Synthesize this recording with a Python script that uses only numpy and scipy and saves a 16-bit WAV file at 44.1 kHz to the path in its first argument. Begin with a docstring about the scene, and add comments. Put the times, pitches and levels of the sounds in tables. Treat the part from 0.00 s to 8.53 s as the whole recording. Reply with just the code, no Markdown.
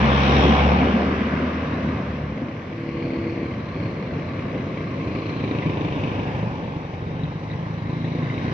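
"""Van and motor tricycles at the roadside.

Heard from a waiting scooter: a diesel van pulls past and drives off, changing gear; its roar and tyre noise
throb with the firing. Single-cylinder tricycles chug along the far lane, slowing: blows ring muffler and pipe,
tin cabs rattle. Damp-road traffic rumbles and hisses underneath. Two microphone ports, alike in the bass, out
of step in the middle; the left one is brighter."""
import sys
import numpy as np
from scipy import signal
from scipy.fft import rfft, irfft, next_fast_len
from scipy.io import wavfile
from scipy.ndimage import uniform_filter1d, map_coordinates

SR = 44100
rng = np.random.default_rng(int(sys.argv[2]) if len(sys.argv) > 2 else 0)


def put_to_file(sound):
    """Save the sound as 16-bit audio at rate SR, in the file named by the first command-line argument."""
    columns = np.atleast_2d(sound).T  # one column per channel
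    safe = np.clip(columns, -1, 1)
    whole_steps = np.round(safe * 32767)
    wavfile.write(sys.argv[1], SR, whole_steps.astype(np.int16))


N = 376173
TIME_S = np.arange(N) / SR
LEFT_RIGHT = np.array([[.5], [-.5]])
BLOW_LEAD_S = 0.001  # a blow's suction peaks this long before the firing count turns

# tin cab modes: centre_hz, width_hz, gain_db
TIN_MODES = [(2138, 570, 3.5), (2816, 490, 2), (4130, 770, -4.5)]


def amp(db):
    return 10 ** (np.asarray(db) / 20)


def unit(x):
    return x / np.sqrt(np.mean(x ** 2) + 1e-20)


def along(points, hz):
    """Interpolate (hz, value) points on a log axis."""
    knots_hz, values = np.transpose(points)
    return np.interp(np.log(hz + 1), np.log(knots_hz + 1), values)


def curves(rows):
    """One value per sample for each column after the time."""
    knots_s, *columns = np.transpose(rows)
    return [np.interp(TIME_S, knots_s, column) for column in columns]


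def fade(zero_s, full_s):
    return np.clip((TIME_S - zero_s) / (full_s - zero_s), 0, 1)


def wobble(rate_hz):
    """Smooth random curve."""
    return map_coordinates(rng.standard_normal(int(N * rate_hz / SR) + 4), [TIME_S * rate_hz])


def passing(peak_s, rise_s, fall_s, peak_db=0):
    """Level in dB of a passing source: amplitude falls as 1 / distance."""
    t = TIME_S - peak_s
    return peak_db - 10 * np.log10(1 + (t / np.where(t < 0, rise_s, fall_s)) ** 2)


def filtered(x, response):
    """Apply a complex response(hz)."""
    size = next_fast_len(N + SR // 2)
    return irfft(rfft(x, size) * response(np.fft.rfftfreq(size, 1 / SR)), size)[..., :N]


def resonant(x, modes):
    """Parallel resonances of alternating sign."""
    return filtered(x, lambda hz: sum(
        (-1) ** k * amp(db) * 1j * hz * width / (centre ** 2 - hz ** 2 + 1j * hz * width)
        for k, (centre, width, db) in enumerate(modes)))


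def swept(x, gain_db):
    """Apply a moving gain_db(hz, sample index)."""
    hz, t, bins = signal.stft(x, SR, nperseg=512)
    at = np.clip((t * SR).astype(int), 0, N - 1)
    return signal.istft(bins * amp(gain_db(hz[:, None] + 1, at)), SR, nperseg=512)[1][:, :N]


def spread(pair):
    """Mix two unrelated signals into partly correlated stereo."""
    # left-right likeness: freq_hz, correlation
    likeness = [(60, 0.9915), (250, 0.9875), (450, 0.92), (650, 0.65), (950, 0.35), (1120, .45),
                (1300, 0.75), (1550, .6), (1800, .25), (2150, 0.5), (2500, .6), (3000, 0.25), (4000, 0.22),
                (8000, 0.44)]
    angle = lambda hz: np.arccos(along(likeness, hz)) / 2
    mid, side = filtered(pair, lambda hz: np.array([np.cos(angle(hz)), np.sin(angle(hz))]))
    return np.array([mid + side, mid - side])


def rush(spectrum, patchy_db):
    """Stereo noise of rms 1 with patches of random gain."""
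    bins = signal.stft(rng.standard_normal((2, N)), nperseg=512)[2]
    patches = uniform_filter1d(uniform_filter1d(rng.standard_normal(bins.shape[1:]), 6, 0), 14, 1)
    pair = signal.istft(bins * amp(patchy_db * unit(patches)), nperseg=512)[1][:, :N]
    return unit(spread(filtered(pair, lambda hz: amp(along(spectrum, hz)))))


def roadside_echo(x, wet_db):
    """Direct sound plus a short tail off wall and trees."""
    # tail decay: freq_hz, t60_s
    decay = [(100, 0.36), (1000, 0.36), (6000, 0.093)]
    hz, t, bins = signal.stft(rng.standard_normal((2, SR // 3)), SR, nperseg=256)
    tail = signal.istft(bins * amp(-60 * t / along(decay, hz)[:, None]), SR, nperseg=256)[1]
    wet = signal.fftconvolve(x[None], tail / np.linalg.norm(tail[0]), axes=1)[:, :N]
    return x + amp(wet_db) * spread(wet)


def partials(cycles, multiples, levels_db, flutter_db, in_step=False):
    """Fluttering multiples of one rotation; in step, they dip together once a cycle."""
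    return sum(-np.sqrt(2) * amp(db + flutter_db * wobble(9.3))
               * np.cos(2 * np.pi * (k * cycles + (0 if in_step else rng.uniform())))
               for k, db in zip(multiples, levels_db))


def van():
    """Four cylinders: clean crank orders, plus noise that throbs twice a turn."""
    # revs climb, then sink at the gear change: time_s, crank_hz
    revs = [(0.0, 33.2), (0.62, 35.8), (1.13, 37.5), (1.75, 39.9), (1.99, 39.3), (2.27, 36.0)]
    # tones, each loudest as its part draws level: order, peak_s, rise_s, fall_s, peak_db
    orders = [(5, 0.76, 0.046, 0.222, -24.5), (6, 0.36, 0.5, 0.9, -30), (5.5, 0.96, 0.13, 0.28, -29),
              (6.5, 1.3, 0.34, 0.24, -31), (7, 0.86, 0.17, 0.2, -30.5)]
    # engine drone: time_s, order2_db, order4_db
    drone = [(0.0, -21, -27), (0.16, -23.5, -23), (0.69, -18, -26.5), (0.87, -27.5, -35),
             (0.94, -28, -50.5), (1.18, -32, -36), (1.56, -33, -52), (1.89, -33, -31.5), (1.98, -35, -48.5),
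             (2.26, -35, -35), (2.35, -42, -52.5), (2.45, -48, -39)]
    # noise spectra of the van's parts: freq_hz, density_db
    roar_shape = [(15, -50), (25, -34), (60, -8), (112, -12.5), (227, 3.5), (297, -2.5), (502, -8),
                  (574, -8.5), (763, -9.5), (900, -26), (1170, -45), (1980, -120)]
    tyre_shape = [(290, -42), (500, 9), (546, 3), (666, -2.5), (780, 0), (1060, 2.5), (1390, -1),
                  (1560, -1), (1830, -6), (2610, -8), (3180, -17.5), (3750, -24), (4280, -27.5),
                  (4990, -30), (5520, -30), (6950, -45), (9040, -48), (15300, -120)]
    flank_shape = [(290, -61), (450, -8.5), (640, -7.5), (780, 1), (950, -5), (1500, -17), (2300, -11.5),
                   (3300, -9), (3800, -14), (4100, -23), (4600, -27), (5100, -31), (5450, -20), (5900, -28),
                   (6950, -41), (9000, -40), (14500, -23.5), (15400, -30)]
    rear_shape = [(220, -60), (340, -2), (520, 0), (640, -3), (770, 2.5), (1000, -7), (1450, -13),
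                  (2000, -13), (2350, -10), (2900, -13), (3600, -24), (5000, -38), (5450, -30), (6500, -60)]
    turns = np.cumsum(curves(revs)[0]) / SR
    throb = np.cos(4 * np.pi * turns)
    orders_db = [passing(*row[1:]) for row in orders]
    tones = partials(turns, [row[0] for row in orders], orders_db, flutter_db=1.52)
    tones += partials(turns, (2, 4), curves(drone), flutter_db=0.6)
    roar = amp(passing(0.4, 0.7, 0.55, peak_db=-20.5) + 1.3 * throb) * rush(roar_shape, patchy_db=-2.5)
    tyre_db = passing(0.12, 2.3, 0.5, peak_db=-22)
    db_per_octave = 1.5 + 0.067 * (tyre_db - tyre_db.max())  # duller with distance
    tyres = swept(rush(tyre_shape, patchy_db=1), lambda hz, i: db_per_octave[i] * np.log2(hz / 1500))
    tyres *= amp(tyre_db + 1.1 * throb)
    beaming = 4  # directional: fades faster than by distance alone
    flank = amp(-25 + beaming * passing(0.4, 0.45, 0.33) + 2.1 * throb) * rush(flank_shape, patchy_db=1.5)
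    rear = amp(-23 + beaming * passing(0.62, 0.4, 0.5) + 1.5 * throb) * rush(rear_shape, patchy_db=2.5)
    return tones * fade(2.5, 2.3) + flank + rear + (roar + tyres) * fade(2.78, 1.728)


def far_traffic():
    """Lumpy rumble and smoother tyre hiss."""
    # traffic levels: time_s, rumble_db, hiss_db
    levels = [(0, -28.5, -32.5), (2.5, -30.5, -41.5), (4, -27.5, -40.5), (4.8, -27.5, -39.5),
              (6.1, -26, -36), (6.6, -29, -39), (7.1, -32, -42), (7.8, -31.5, -40.5), (8.2, -30, -39),
              (8.53, -28.5, -35)]
    # traffic spectra: freq_hz, density_db
    rumble_shape = [(12, -53), (20, -28), (48, -16), (94, -1.5), (125, -2.5), (281, -6), (393, -13),
                    (524, -11), (831, -20.5), (900, -16), (1170, -55), (1980, -120)]
    hiss_shape = [(290, -30), (500, 3), (623, -7.5), (794, -2.5), (839, -13.5), (947, -2), (1020, 3.5),
                  (1400, -5.5), (1560, -3), (1770, -5), (2790, -11), (3150, -14.5), (3880, -22),
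                  (5340, -25.5), (5830, -24), (6950, -34), (9040, -37.5), (14500, -23.5), (15400, -29.5)]
    rumble_db, hiss_db = curves(levels)
    rumble = amp(rumble_db - 1 + 1.3 * wobble(7)) * rush(rumble_shape, patchy_db=0)
    return rumble + amp(hiss_db + 0.22 * wobble(5)) * rush(hiss_shape, patchy_db=1.3)


def road_reflection(x):
    """The echo off the road hollows out one moving band, at times lifts it."""
    # interference band: time_s, centre_hz, gain_db
    hollow = [(.8, 850, 0), (1.1, 800, -7), (1.7, 780, -7), (2.3, 837, -3), (3.5, 801, -4),
              (4.8, 828.5, -7.5), (5.35, 875, -3), (5.6, 800, 2), (5.9, 788, 1), (6.3, 800, 3),
              (6.7, 800, 3), (7.2, 740, -2), (8.53, 740, -1)]
    centre_hz, gain_db = curves(hollow)
    return swept(x, lambda hz, i: gain_db[i] * np.exp(-(np.log(hz / centre_hz[i]) / 0.11) ** 2))


def knocks(hits, t60_cycles, noise):
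    """Damped rings with an optional noise burst."""
    track, t = np.zeros(N + SR), np.arange(SR // 8) / SR
    for start_s, db, hz in hits:
        ring = np.sin(2 * np.pi * hz * t) + noise * rng.standard_normal(len(t))
        envelope = amp(db - 60 * t * hz / t60_cycles) * (1 - np.exp(-t * hz * 2.4))
        track[round(start_s * SR):][:len(t)] += envelope * ring
    return track[:N]


def low_thumps():
    """Dull low thumps."""
    # thumps: start_s, level_db, pitch_hz
    jolts = [(0.82, -7, 252.8), (0.939, -5, 215.2), (1.05, -11, 221.5), (1.1, -11, 222.3),
             (2.419, -14.5, 250.7), (5.546, -11.5, 139.8), (5.6555, -5.5, 150.2), (6.423, -18, 113),
             (7.231, -10.5, 138.1), (7.278, -16, 129.6), (7.52, -13.5, 135.5), (8.228, -11.5, 147.4),
             (8.265, -14.5, 139.2), (8.487, -14, 161.9)]
    return roadside_echo(knocks(jolts, t60_cycles=13, noise=0), wet_db=-4.5)


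def clatter(blows, effort_db, low_hz, high_hz, high_db):
    """Valve gear and body: bands of noise that swell at each blow."""
    # upper band flares: peak_s, rise_db
    flares = [(7.24, 9), (7.51, 11)]
    # nearest tricycle's body band: time_s, centre_hz
    glide = [(5.2, 1106), (5.9, 981), (6.4, 930.4), (6.9, 802.3)]
    decay_s = 0.0048
    puffs = signal.lfilter([1], [1, -np.exp(-1 / (decay_s * SR))], np.abs(blows))
    noise = spread((uniform_filter1d(puffs, size=90) + 0.75) * rng.standard_normal((2, N)))

    def band(centre_hz, width):
        return unit(swept(noise, lambda hz, i: -12 * np.log1p((np.log(hz / centre_hz[i]) / width) ** 2)))

    flare_db = sum(db * np.exp(-((TIME_S - peak_s) / 0.025) ** 2) for peak_s, db in flares)
    low = amp(-46 + 0.65 * (effort_db + 33)) * band(low_hz, width=0.197)
    high = amp(high_db + flare_db) * band(high_hz, width=0.065)
    body_db = passing(6, 0.8243, 1.11, peak_db=-41.5) + LEFT_RIGHT  # 1 dB louder on the left
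    return low + high + amp(body_db) * band(curves(glide)[0], width=0.14)


def firing_count():
    """Tricycle firings so far, restarting with each stretch."""
    # stretches (throttle open, coasting, open), each with rows: time_s, firing_hz
    stretches = [
        [(1.6219, 37.2), (2.25, 36.95), (3.55, 36.98)],
        [(3.6029, 35.05), (4.2, 35.95), (4.7, 30.39), (5.3, 27.62), (6.0, 26.16), (6.95, 22.76), (7.68, 26.87)],
        [(7.784, 26.6), (8.14, 26.85), (8.53, 27.6)],
    ]
    count = np.zeros(N)
    for rows in stretches:
        start = round(rows[0][0] * SR)
        count[start:] = np.cumsum(curves(rows)[0][start:]) / SR
    return count


def cylinder_blows(count):
    """Two trains of suction pulses, alike in timing, uneven in strength."""
    # strength scatter, least under throttle and when near: time_s, scatter_db
    scatter = [(2.6, 5), (2.9, 1), (3.45, 1), (3.6, 5), (4.8, 3.5), (5.1, 2.5), (6.3, 2.5), (7.2, 5),
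               (7.8, 3)]
    # blows that stand out: time_s, level_db
    accents = [(3.763, 4), (3.802, 5), (3.83, 7), (3.857, 8), (4.069, 4), (4.287, 5), (4.392, 7), (4.58, 6),
               (4.774, 6), (4.807, 6), (5.073, 4), (5.151, 7), (5.187, 4), (5.258, 5), (5.294, 6),
               (5.44, 7), (5.477, 3), (5.55, 5), (5.586, 4), (5.661, 8), (5.698, 6), (5.773, 7), (5.81, 4),
               (5.848, 5), (5.924, 5), (5.962, 2), (6.038, 5), (6.194, 5), (6.273, 5), (6.35, 4),
               (6.393, 5), (6.43, 4), (7.896, 4), (8.151, 3), (8.188, 4), (8.445, 2), (8.481, 6)]
    at = np.flatnonzero(np.diff(np.floor(count)))
    jitter, strength, split = np.tanh(rng.standard_normal((len(at), 3))).T
    shift_s = 0.0006 * jitter - 1.5 * BLOW_LEAD_S
    at = np.clip(at + (shift_s * SR).astype(int), 0, N - 1)
    size_db = curves(scatter)[0][at] * strength + 2.5 * split * [[1], [-1]]
    for time_s, db in accents:
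        nearest = np.argmin(np.abs(at - time_s * SR))
        at[nearest] = round((time_s - BLOW_LEAD_S / 2) * SR)
        size_db[:, nearest] = db
    blows = np.zeros((2, N))
    blows[:, at] = -amp(size_db)
    return blows


def exhaust(blows, deep_db, thud_db, effort_db):
    """Softened blows thud in the muffler and bark in the pipe."""
    # muffler and pipe modes: centre_hz, width_hz, gain_db
    deep_mode = [(88, 98, 0)]
    muffler_modes = [(128, 66, 0), (189.4, 108.3, -5.5)]
    pipe_modes = [(255, 190, 3), (520, 150, -11)]
    soft = uniform_filter1d(blows[0], size=21)
    deep = amp(deep_db) * unit(resonant(soft, deep_mode))
    thud = amp(thud_db) * unit(resonant(soft, muffler_modes))
    pipe = resonant(uniform_filter1d(blows[1], size=45), pipe_modes)
    bark = amp(effort_db) * unit(resonant(pipe, [(300, 480, 0)]))
    return amp(-6.5) * (deep + thud + bark)


def valve_ticks(blows):
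    """A tinny tick at each firing, loudest under open throttle."""
    ring = resonant(resonant(blows, TIN_MODES[:1]), TIN_MODES[:1])
    return amp(passing(3.15, 0.4, 0.25, peak_db=-52.5)) * unit(ring)


def tricycle():
    """One cylinder drives exhaust, valves, clatter and pipe song."""
    # engine controls: time_s, deep_db, thud_db, effort_db, low_clatter_hz, high_clatter_hz, high_db
    controls = [(1.4, -47.5, -39, -20.5, 1971, 3663, -61.5), (1.8, -42, -31.5, -32.5, 1973, 3922, -59),
                (2.6, -42, -34.5, -40, 2105, 3914, -77), (3.05, -40, -35.5, -32.5, 2275, 4338, -57.5),
                (3.4, -41.5, -41, -28, 2142, 4272, -62.5), (3.6, -48, -37, -39.5, 2177, 3960, -63),
                (3.8, -47, -29, -33, 2206, 4272, -60.5), (4.5, -44.5, -35.5, -33, 2131, 3878, -64.5),
                (4.75, -43, -28.5, -31.5, 2146, 3944, -64.5), (5.05, -45, -33, -29.5, 2236, 4134, -61),
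                (5.22, -45, -30.5, -29.5, 2280, 4120, -55.5), (5.4, -44, -31, -29, 2309, 4030, -53),
                (5.53, -42, -29.5, -26, 2345, 3832, -56), (5.7, -45, -28, -27.5, 2410, 3700, -60),
                (6.12, -41, -27, -27.5, 2517, 3593, -59.5), (6.6, -32, -32, -40, 2345, 3863, -70),
                (7.1, -34.5, -29, -42.5, 2200, 3725, -60.5), (7.7, -39, -28, -41, 2037, 3966, -62.5),
                (8.05, -41, -28.5, -35, 2036, 3830, -54), (8.3, -40.5, -33, -31.5, 1997, 3787, -55.5),
                (8.53, -40, -30.5, -29, 2024, 3846, -55.5)]
    deep_db, thud_db, effort_db, low_hz, high_hz, high_db = curves(controls)
    count = firing_count()
    blows = cylinder_blows(count)
    ticks = valve_ticks(blows[1])
    pipe_echo_s = 0.00703  # each blow returns once along the pipe
    blows += 0.2 * filtered(blows, lambda hz: np.exp(-2j * np.pi * hz * pipe_echo_s))
    engine = clatter(blows[1], effort_db, low_hz, high_hz, high_db)
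    engine += roadside_echo(exhaust(blows, deep_db, thud_db, effort_db) + ticks, wet_db=-8)
    median_hz = SR * np.median(np.diff(count))
    return engine * fade(0.98, 0.9829) + pipe_song(count + BLOW_LEAD_S * median_hz)


def cab_rattle():
    """Loose tin knocks sharply; faint random knocks fall between."""
    # sharp knocks: start_s, level_db, pitch_hz
    sharp = [(2.9696, -30, 2070), (3.0242, -31.5, 2275), (3.104, -29, 2192), (3.2405, -29.5, 2220),
             (3.4291, -29, 2270), (5.303, -34, 2156), (5.4036, -27.5, 2150), (5.6241, -23.5, 1974),
             (5.67, -23.5, 2394), (7.2534, -31.5, 1870), (7.5009, -27.5, 1929), (7.5343, -27.5, 1950),
             (8.077, -29.5, 2216), (8.2242, -26.5, 1946), (8.2598, -28, 1990), (8.2985, -22, 2076),
             (8.3401, -28.5, 1987), (8.3795, -28, 2176), (8.4528, -27, 2063), (8.481, -24.5, 1963)]
    faint = [(2 + 6.5 * when, -37.5 - 6 * softness, 2100 * (0.9 + 0.25 * pitch))
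             for when, softness, pitch in rng.uniform(size=(19, 3))]
    tin = resonant(knocks(sharp + faint, t60_cycles=32, noise=0.86), TIN_MODES[:2])
    return roadside_echo(tin, wet_db=-4.5)


def pipe_song(count):
    """Under load the pipe sings at multiples of the firing rate."""
    # singing harmonics: firing_multiple
    multiples = (4, 5, 6, 7, 9, 11, 13)
    # spells of song: start_s, end_s, then level_db per multiple
    spells = [(2.947, 3.427, -50.5, -43.5, -40.5, -34.5, -32.5, -61.5, -40),
              (7.944, 8.451, -42.5, -35.5, -35, -44, -36, -44.5, -46.5)]
    attack_s, release_s = 0.307, 0.16
    return sum(partials(count, multiples, levels_db, flutter_db=1.5, in_step=True)
               * fade(start_s - attack_s, start_s) * fade(end_s + release_s, end_s)
               for start_s, end_s, *levels_db in spells)


def scene():
    traffic = road_reflection(van() + tricycle() + far_traffic())
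    return traffic + amp(-3) * (cab_rattle() + low_thumps())


def record(dry):
    """Each port has its own colour and a phase that turns with bearing; deep bass and top fall away."""
    # port colour: freq_hz, left_minus_right_db
    tilt = [(60, 0.5), (100, -0.5), (170, 0.5), (290, 0.5), (480, 1.0), (810, 1), (1360, -1.5), (2290, 2.5),
            (3860, 9.5), (5500, 7.5), (8000, -2)]
    # port phase for sound from alongside and from ahead: freq_hz, left_lead_rad
    side_phase = [(20, -.1), (120, -.2), (250, -.3), (470, -.5), (690, -.9), (950, -1), (1120, -1.8),
                  (1300, -2.6), (1550, -2.7), (1800, -1.6), (2150, -.3), (2500, .7), (3400, -.3),
                  (4500, -1.2), (6000, -2)]
    ahead_phase = [(20, 0), (450, 0), (690, .1), (950, -.3), (1120, -.4), (1300, -2.2), (1550, -1.6),
                   (1800, .1), (2500, .4), (3600, -1), (4300, 0), (6000, -2)]
    # bearing of the loudest traffic: time_s, alongside_share
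    bearing = [(0, 1), (.6, 1), (1.4, 0), (4.7, 0), (5.7, 1), (8.53, 1)]
    dry = dry * fade(0, 0.003)

    def ports(phase):
        def response(hz):
            rolloff_db = -3.5 * np.log1p((hz / 6300) ** 12) - 4.2 * np.log1p((52 / (hz + 1)) ** 4)
            gain = amp(LEFT_RIGHT * along(tilt, hz) + rolloff_db)
            return gain * np.exp(1j * LEFT_RIGHT * along(phase, hz))
        return filtered(dry, response)

    alongside, = curves(bearing)
    heard = alongside * ports(side_phase) + (1 - alongside) * ports(ahead_phase)
    self_noise = amp(-84) * rng.standard_normal(dry.shape)
    return filtered(heard + self_noise, lambda hz: hz < 15450)


dry = scene()
out = record(dry)
put_to_file(out)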